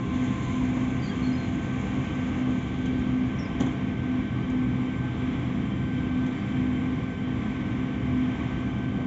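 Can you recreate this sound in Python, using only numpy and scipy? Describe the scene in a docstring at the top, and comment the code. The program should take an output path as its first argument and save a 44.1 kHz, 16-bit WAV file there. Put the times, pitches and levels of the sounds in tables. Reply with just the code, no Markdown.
"""An electric railcar idles at an open platform, heard on one microphone a few metres away.
Four auxiliary motors at nearly the same speed beat against each other over a rumble; the electrical
gear buzzes, and a blower rushes through its ducts while its blades whine. The air-driven sliding
doors hiss, squeak along their track and bump shut, closing off the air noise from inside.
The vestibule floor thuds softly, and a thin whistle joins the blower later on."""
import sys
import numpy as np
from scipy import signal
from scipy.fft import irfft
from scipy.io import wavfile

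SR = 44100
rng = np.random.default_rng(int(sys.argv[2]) if len(sys.argv) > 2 else 0)


def store_pcm(level_fs):
    """Save levels as 16-bit WAV."""
    pcm = np.round(np.clip(level_fs, -1, 1) * 32767).astype(np.int16)
    wavfile.write(sys.argv[1], SR, np.atleast_2d(pcm).T)


N = 399546
TIME = np.arange(N) / SR
FREQS = np.maximum(np.arange(N // 2 + 1) * SR / N, 1)


def from_db(db):
    """Decibels to gain."""
    return 10 ** (np.asarray(db) / 20)


def rms_one(x):
    """Scale to unit power."""
    return x / np.sqrt(np.mean(x ** 2) + 1e-20)


def in_time(rows):
    """Each column after the first (t/s), interpolated to every sample."""
    times, *columns = np.transpose(rows)
    return [np.interp(TIME, times, column) for column in columns]


def ramp(start_s, length_s):
    """Rises evenly from 0 to 1 and stays there."""
    return np.clip((TIME - start_s) / length_s, 0, 1)


def fade(start_s, db_per_s):
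    """Full gain until a given moment, then a steady decay."""
    return from_db(-db_per_s * np.maximum(TIME - start_s, 0))


def swell(start_s, length_s):
    """A rounded rise and fall."""
    return np.sqrt(np.abs(np.sin(np.pi * ramp(start_s, length_s))))


def noise(gain):
    """Unit-power noise shaped by a gain at each frequency."""
    real, imaginary = rng.standard_normal((2, len(FREQS)))
    return rms_one(irfft((real + 1j * imaginary) * gain, N))


def coloured(spectrum):
    """Unit-power noise that follows a spectrum (f/Hz, relative level/dB) and falls away past its ends."""
    hz, db = np.transpose(spectrum)
    ends = np.minimum(1, FREQS / hz[0]) * np.minimum(1, hz[-1] / FREQS)
    return noise(from_db(np.interp(np.log(FREQS), np.log(hz), db)) * ends ** 2)


def resonant(hz, width_hz):
    """Noise gathered around one frequency."""
    return noise(1 / (1 + ((FREQS - hz) / width_hz) ** 2))


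def drift(rate_hz):
    """A random wander of unit power, mostly slower than the given rate."""
    return resonant(0, rate_hz)


def sine(hz):
    """Unit-power tone on a steady or moving pitch."""
    return np.sqrt(2) * np.sin(2 * np.pi * (np.cumsum(hz * np.ones(N)) / SR + rng.random()))


def wavering(hz, unsteady, width_hz):
    """A clean tone mixed with narrow noise that makes it waver; unsteady runs from 0 to 1."""
    return np.sqrt(1 - unsteady ** 2) * sine(hz) + unsteady * resonant(hz, width_hz)


def blows(times, levels_db, t60, rise_s):
    """Envelope of a run of blows: each swells quickly on contact and dies away."""
    clicks = np.zeros(N)
    clicks[np.round(times * SR).astype(int)] = from_db(levels_db)
    fall, rise = from_db(-60 / (t60 * SR)), np.exp(-1 / (rise_s * SR))
    decays = signal.lfilter([1], [1, -fall], clicks + 1e-18)
    return signal.lfilter([1 - rise], [1, -rise], decays)


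def struck(times, levels_db, modes, rise_s):
    """Blows set a body's clusters of modes ringing."""
    return sum(blows(times, levels_db + db, t60, rise_s) * resonant(hz, width)
               for hz, width, db, t60 in modes)


def motor_tones():
    """One motor tone sings out, swelling and sinking, among others that hold their pitch or waver."""
    # motor tones: f/Hz, level/dB, unsteadiness/0-1
    partials = [(42.2, -59, 0.5), (124, -44, 0.2), (124.2, -47, 0), (126.95, -41, 0.1), (129.6, -43, 0.3),
                (256.8, -50, 0.4), (389, -55, 0.3), (509.3, -56, 0.5), (687, -68.5, .3), (700, -67, 0.3),
                (826, -63.5, 0.8), (885, -65, 0), (1020, -65, 0.3), (1041, -59, 0.4), (1088, -68.5, 0.3),
                (2044, -64.5, 0.2), (2088, -65, 0.4), (2327, -64, 0.1)]
    # swell of the singing tone: t/s, level/dB
    singing_level = [(0, -54), (.75, -50), (1.08, -56.5), (1.55, -49.5), (1.87, -57.5), (2.12, -50),
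                     (2.42, -58), (2.6, -53), (3.3, -55.5), (3.6, -51), (4.3, -54), (4.8, -59), (5.5, -53),
                     (6.2, -56.5), (6.95, -55), (7.9, -53.5), (8.2, -51.5), (9, -53.5)]
    tones = sum(from_db(db) * wavering(hz, unsteady, width_hz=2.8) for hz, db, unsteady in partials)
    return tones + from_db(in_time(singing_level)[0]) * sine(hz=681.7)


def motor_throb(in_step_s=8.2, flutter_db=0.66):
    """Four like motors slide in and out of step, so that their summed hum swells and cancels."""
    # hum as the speeds creep: t/s, then f/Hz for each of the four motors
    pitches = [(0, 252.03, 253.79, 254.2, 256.78), (2.25, 252.52, 253.57, 254.04, 256.68),
               (4.5, 252.28, 253.66, 254.33, 256.53), (6.75, 252.19, 253.73, 254.13, 256.76),
               (9, 252.35, 253.39, 254.41, 256.66)]
    # hum of each motor: level/dB
    levels = [-36.5, -36, -37, -38.5]
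    cycles = np.cumsum(in_time(pitches), axis=1) / SR
    cycles = cycles - cycles[:, [round(in_step_s * SR)]] + rng.random()  # all four in phase here
    hums = np.sqrt(2) * np.sin(2 * np.pi * cycles)
    return from_db(flutter_db * drift(7.4)) * (from_db(levels) @ hums)


def electrical_buzz(sway_db=0.43):
    """The electrical gear buzzes on multiples of 25 Hz."""
    # lines of the buzz: f/Hz, level/dB
    harmonics = [(200, -41.5), (275, -48.5), (350, -58.5), (375, -54), (500, -67.5), (1375, -67.5),
                 (1575, -65.5), (1625, -73), (1650, -71.5), (1900, -68.5)]
    return sum(from_db(db) * sine(hz) for hz, db in harmonics) * from_db(sway_db * drift(1.7))


def rumble(level_db=-30.5, flutter_db=0.45):
    """The body and underframe shake with the machines."""
    # rumble under the floor: f/Hz, relative level/dB
    spectrum = [(20, -40), (33, -23.5), (48, -9), (68, -1), (105, -1.5), (130, 1), (152, -2), (180, 0),
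                (215, 0.5), (256, -7.5), (300, -0.5), (355, -13), (470, -16.5), (800, -42)]
    return from_db(level_db + flutter_db * drift(21)) * coloured(spectrum)


def blower_rush(level_db=-43.5, sway_db=0.92, surge_db=2.2):
    """Cooling air rushes; three broad duct resonances surge and the whine's fourth partial flutters."""
    # cooling air: f/Hz, relative level/dB
    spectrum = [(250, -8), (600, -1.5), (830, 1), (920, -3), (1130, 2), (1400, -6), (1850, -3), (2300, 0.5),
                (2550, -7.5), (3480, -10), (3700, -14), (4450, -27.5), (5700, -24.5), (7300, -26.5)]
    # three broad duct resonances, plus the whine's fourth partial near 3.1 kHz: f/Hz, width/Hz, level/dB
    bands = [(1130, 82, -55.5), (2170, 110, -58.5), (3116, 15, -61.5), (3340, 75, -66)]
    rush = from_db(level_db + sway_db * drift(0.81)) * coloured(spectrum)
    peaks = sum(from_db(db + surge_db * drift(5.3)) * resonant(hz, width) for hz, width, db in bands)
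    return rush + peaks


def blower_whine(flutter=0.0019, flicker_db=1.96, shimmer_db=0.7):
    """The blades sing; their speed wanders and the air flow makes pitch and level flutter."""
    # rate at which the blades pass: t/s, f/Hz
    blade_rate = [(0, 772.6), (1.1, 773.4), (2.2, 772.8), (2.9, 773.6), (4.4, 772), (5.25, 775.2),
                  (5.5, 771.3), (6, 774.7), (6.9, 773), (7.7, 770.6), (8.6, 772.8), (9, 772)]
    # partials of the whine: multiple of the blade rate, level/dB
    harmonics = [(1, -58), (2, -51.5), (3, -63), (4, -62), (6, -78.5), (8, -82.5)]
    # swell of the whole whine: t/s, relative level/dB
    swell_curve = [(0, -3.5), (2.3, 0.5), (3.3, -0.7), (5.1, 0), (5.55, -4), (6.1, 1.5), (6.6, 1),
                   (7.7, -1.5), (8.8, 1)]
    swell_db = in_time(swell_curve)[0]
    blade_hz = in_time(blade_rate)[0] * (1 + flutter * drift(35))
    out = np.zeros(N)
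    for multiple, db in harmonics:
        gain = from_db(db + swell_db + flicker_db * drift(14))
        shimmer = rms_one(from_db(shimmer_db * np.log2(multiple) * drift(8.4)))  # overtones flutter more
        out += gain * shimmer * sine(multiple * blade_hz)
    return out


def interior_air(level_db=-50.5):
    """Air noise from inside the car reaches the platform until the narrowing doorway shuts it off."""
    # air inside the car: f/Hz, relative level/dB
    spectrum = [(380, -1), (520, 3.5), (630, -4.5), (790, 0), (950, -11.5), (2000, -16.5), (2750, -6),
                (3400, -30)]
    opening = 1 - ramp(start_s=2.4, length_s=1.6)
    return np.sqrt(opening) * from_db(level_db) * coloured(spectrum)


def door_vent(start_s=-0.22, attack_s=0.49, hiss_db=-56.5, flutter_db=2.0, whistle_db=-47):
    """The door cylinder vents with a hiss, whistling only while the pressure is high."""
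    # escaping air: f/Hz, relative level/dB
    spectrum = [(2500, -24), (4100, -0.5), (4700, -12.5), (5700, -9.5), (6100, 2), (6900, 4), (7600, -3)]
    flow = ramp(start_s, attack_s) * fade(start_s + attack_s, db_per_s=3)  # sags as the pressure drops
    flow *= fade(start_s=2.85, db_per_s=10)  # dies out as the leaves meet
    hiss = flow * from_db(hiss_db + flutter_db * drift(18)) * coloured(spectrum)
    whistle = from_db(whistle_db) * wavering(hz=1046, unsteady=0.34, width_hz=23)
    return hiss + whistle * fade(start_s=0.3, db_per_s=12.5)


def seal_rubs(flutter_db=2.1):
    """The door seals rub on the frame and excite its bright resonance."""
    # rubbing strokes: t/s, length/s, level/dB
    rubs = [(-.2, 0.96, -56), (.7, 1.5, -61), (2.45, 0.65, -56.5), (4.95, 0.47, -57.5), (5.75, .9, -62)]
    strokes = sum(from_db(db) * swell(start, length) for start, length, db in rubs)
    return strokes * from_db(flutter_db * drift(14)) * resonant(hz=3350, width_hz=380)


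def door_squeaks(pitch_jitter=0.013, grip_db=2.2):
    """A sticking runner sings short, slightly gliding notes as it catches and slips."""
    # squeaks of the door and its fittings: t/s, length/s, start f/Hz, end f/Hz, level/dB
    squeaks = [(0.442, 0.17, 1018, 1040, -45.5), (0.585, 0.082, 1008, 965, -47),
               (0.992, 0.018, 4920, 4880, -64), (1.02, 0.05, 4680, 4650, -49),
               (1.053, 0.042, 4280, 4260, -57), (1.07, 0.045, 4630, 4620, -59),
               (1.093, .016, 3300, 3270, -47), (1.114, 0.019, 3200, 3170, -46),
               (1.108, 0.023, 1590, 1640, -43), (1.223, 0.078, 4340, 4230, -50.5),
               (1.325, 0.018, 5000, 4990, -54), (1.345, .018, 5040, 5010, -57),
               (1.308, 0.024, 4240, 4220, -56), (1.372, 0.041, 4180, 4190, -54),
               (1.402, 0.059, 4180, 4160, -55), (3.014, .015, 5550, 5497, -64),
               (3.389, 0.047, 5400, 5500, -52), (3.385, 0.018, 5800, 5680, -54),
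               (3.443, 0.026, 5050, 5100, -57), (5.02, 0.1, 830, 850, -47), (5.71, 0.049, 3170, 3152, -53)]
    wobble = 1 + pitch_jitter * drift(300)
    grip = rms_one(from_db(grip_db * drift(80)))
    out = np.zeros(N)
    for start, length, start_hz, end_hz, db in squeaks:
        glide_hz = start_hz + (end_hz - start_hz) * ramp(start, length)
        out += from_db(db) * swell(start, length) * sine(glide_hz * wobble)
    return out * grip


def floor_thuds():
    """Steps and shifting weight thud dully on the vestibule floor."""
    # thuds: t/s, level/dB
    thuds = [(0.765, -36), (2.467, -36), (8.98, -35.5)]
    # ring of the floor: f/Hz, width/Hz, relative level/dB, t60/s
    modes = [(456, 88, -0.5, 0.18), (610, 110, -7, .2), (1020, 180, -4.5, .14)]
    return struck(*np.transpose(thuds), modes, rise_s=0.0055)


def door_knocks():
    """The leaves bump and rebound: the panels ring and loose fittings rattle."""
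    # knocks of the leaves: t/s, panel level/dB, rattle level/dB
    knocks = [(2.8555, -41, -46), (3.598, -37, -50), (3.6044, -38.5, -41), (3.62, -42, -51),
              (3.6621, -39.5, -50), (3.719, -51, -54), (4.4966, -64, -50), (6.2622, -53, -49)]
    # ring of the panels: f/Hz, width/Hz, relative level/dB, t60/s
    modes = [(171.05, 64, 3.5, 0.27), (263, 43, 4.5, 0.15), (365, 54, -2.5, 0.18), (496, 100, -7, 0.14),
             (765, 74, -4, 0.14), (1020, 110, -6, 0.14), (1750, 450, -11, 0.15), (3250, 290, -11.5, 0.13)]
    # loose fittings: f/Hz, relative level/dB
    rattle_spectrum = [(1500, -0.5), (3350, 8), (4600, -4), (5500, -9), (6300, 2), (7500, 1)]
    times, panel_db, rattle_db = np.transpose(knocks)
    panels = struck(times, panel_db, modes, rise_s=0.0014)
    rattle = blows(times, rattle_db, t60=0.08, rise_s=0.0015) * coloured(rattle_spectrum)
    return panels + rattle


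def latch_snaps():
    """The metal latch snaps and rings briefly as the leaves meet."""
    # snaps: t/s, level/dB
    snaps = [(3.5995, -44), (3.6055, -42), (3.6205, -52), (3.6615, -46)]
    # ring of the latch: f/Hz, width/Hz, relative level/dB, t60/s
    modes = [(6050, 160, -7.5, 0.034), (6720, 240, -5, 0.051)]
    return struck(*np.transpose(snaps), modes, rise_s=0.0006)


def blower_whistle(level_db=-74, start_s=4.3, attack_s=0.5, hold_s=1.9):
    """A thin whistle sets in high above the blower, holds, then fades slowly."""
    envelope = ramp(start_s, attack_s) * fade(start_s + attack_s + hold_s, db_per_s=3)
    return from_db(level_db) * envelope * wavering(hz=7267, unsteady=0.8, width_hz=25)


def platform(direct, wet_db=-9, t60=0.48, delay_s=0.006):
    """Reflections from car side, vestibule and platform follow the direct sound to the microphone."""
    t = TIME[:SR]
    tail = rng.standard_normal(SR) * from_db(-60 * t / t60) * (t > delay_s)
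    return direct + from_db(wet_db) * signal.fftconvolve(direct, tail / np.linalg.norm(tail))[:N]


def scene():
    """Machines and doors in mono, from a few metres along the platform."""
    machines = motor_tones() + motor_throb() + electrical_buzz() + rumble()
    blower = blower_rush() + blower_whine() + blower_whistle()
    doors = door_vent() + seal_rubs() + platform(door_squeaks() + door_knocks() + latch_snaps())
    vestibule = floor_thuds() + interior_air()
    return (machines + blower + doors + vestibule)[None]


def record(dry, cutoff_hz=7580):
    """The recorder cuts the top steeply."""
    return signal.sosfilt(signal.ellip(14, .1, 80, cutoff_hz, fs=SR, output="sos"), dry)


dry = scene()
out = record(dry)
store_pcm(out)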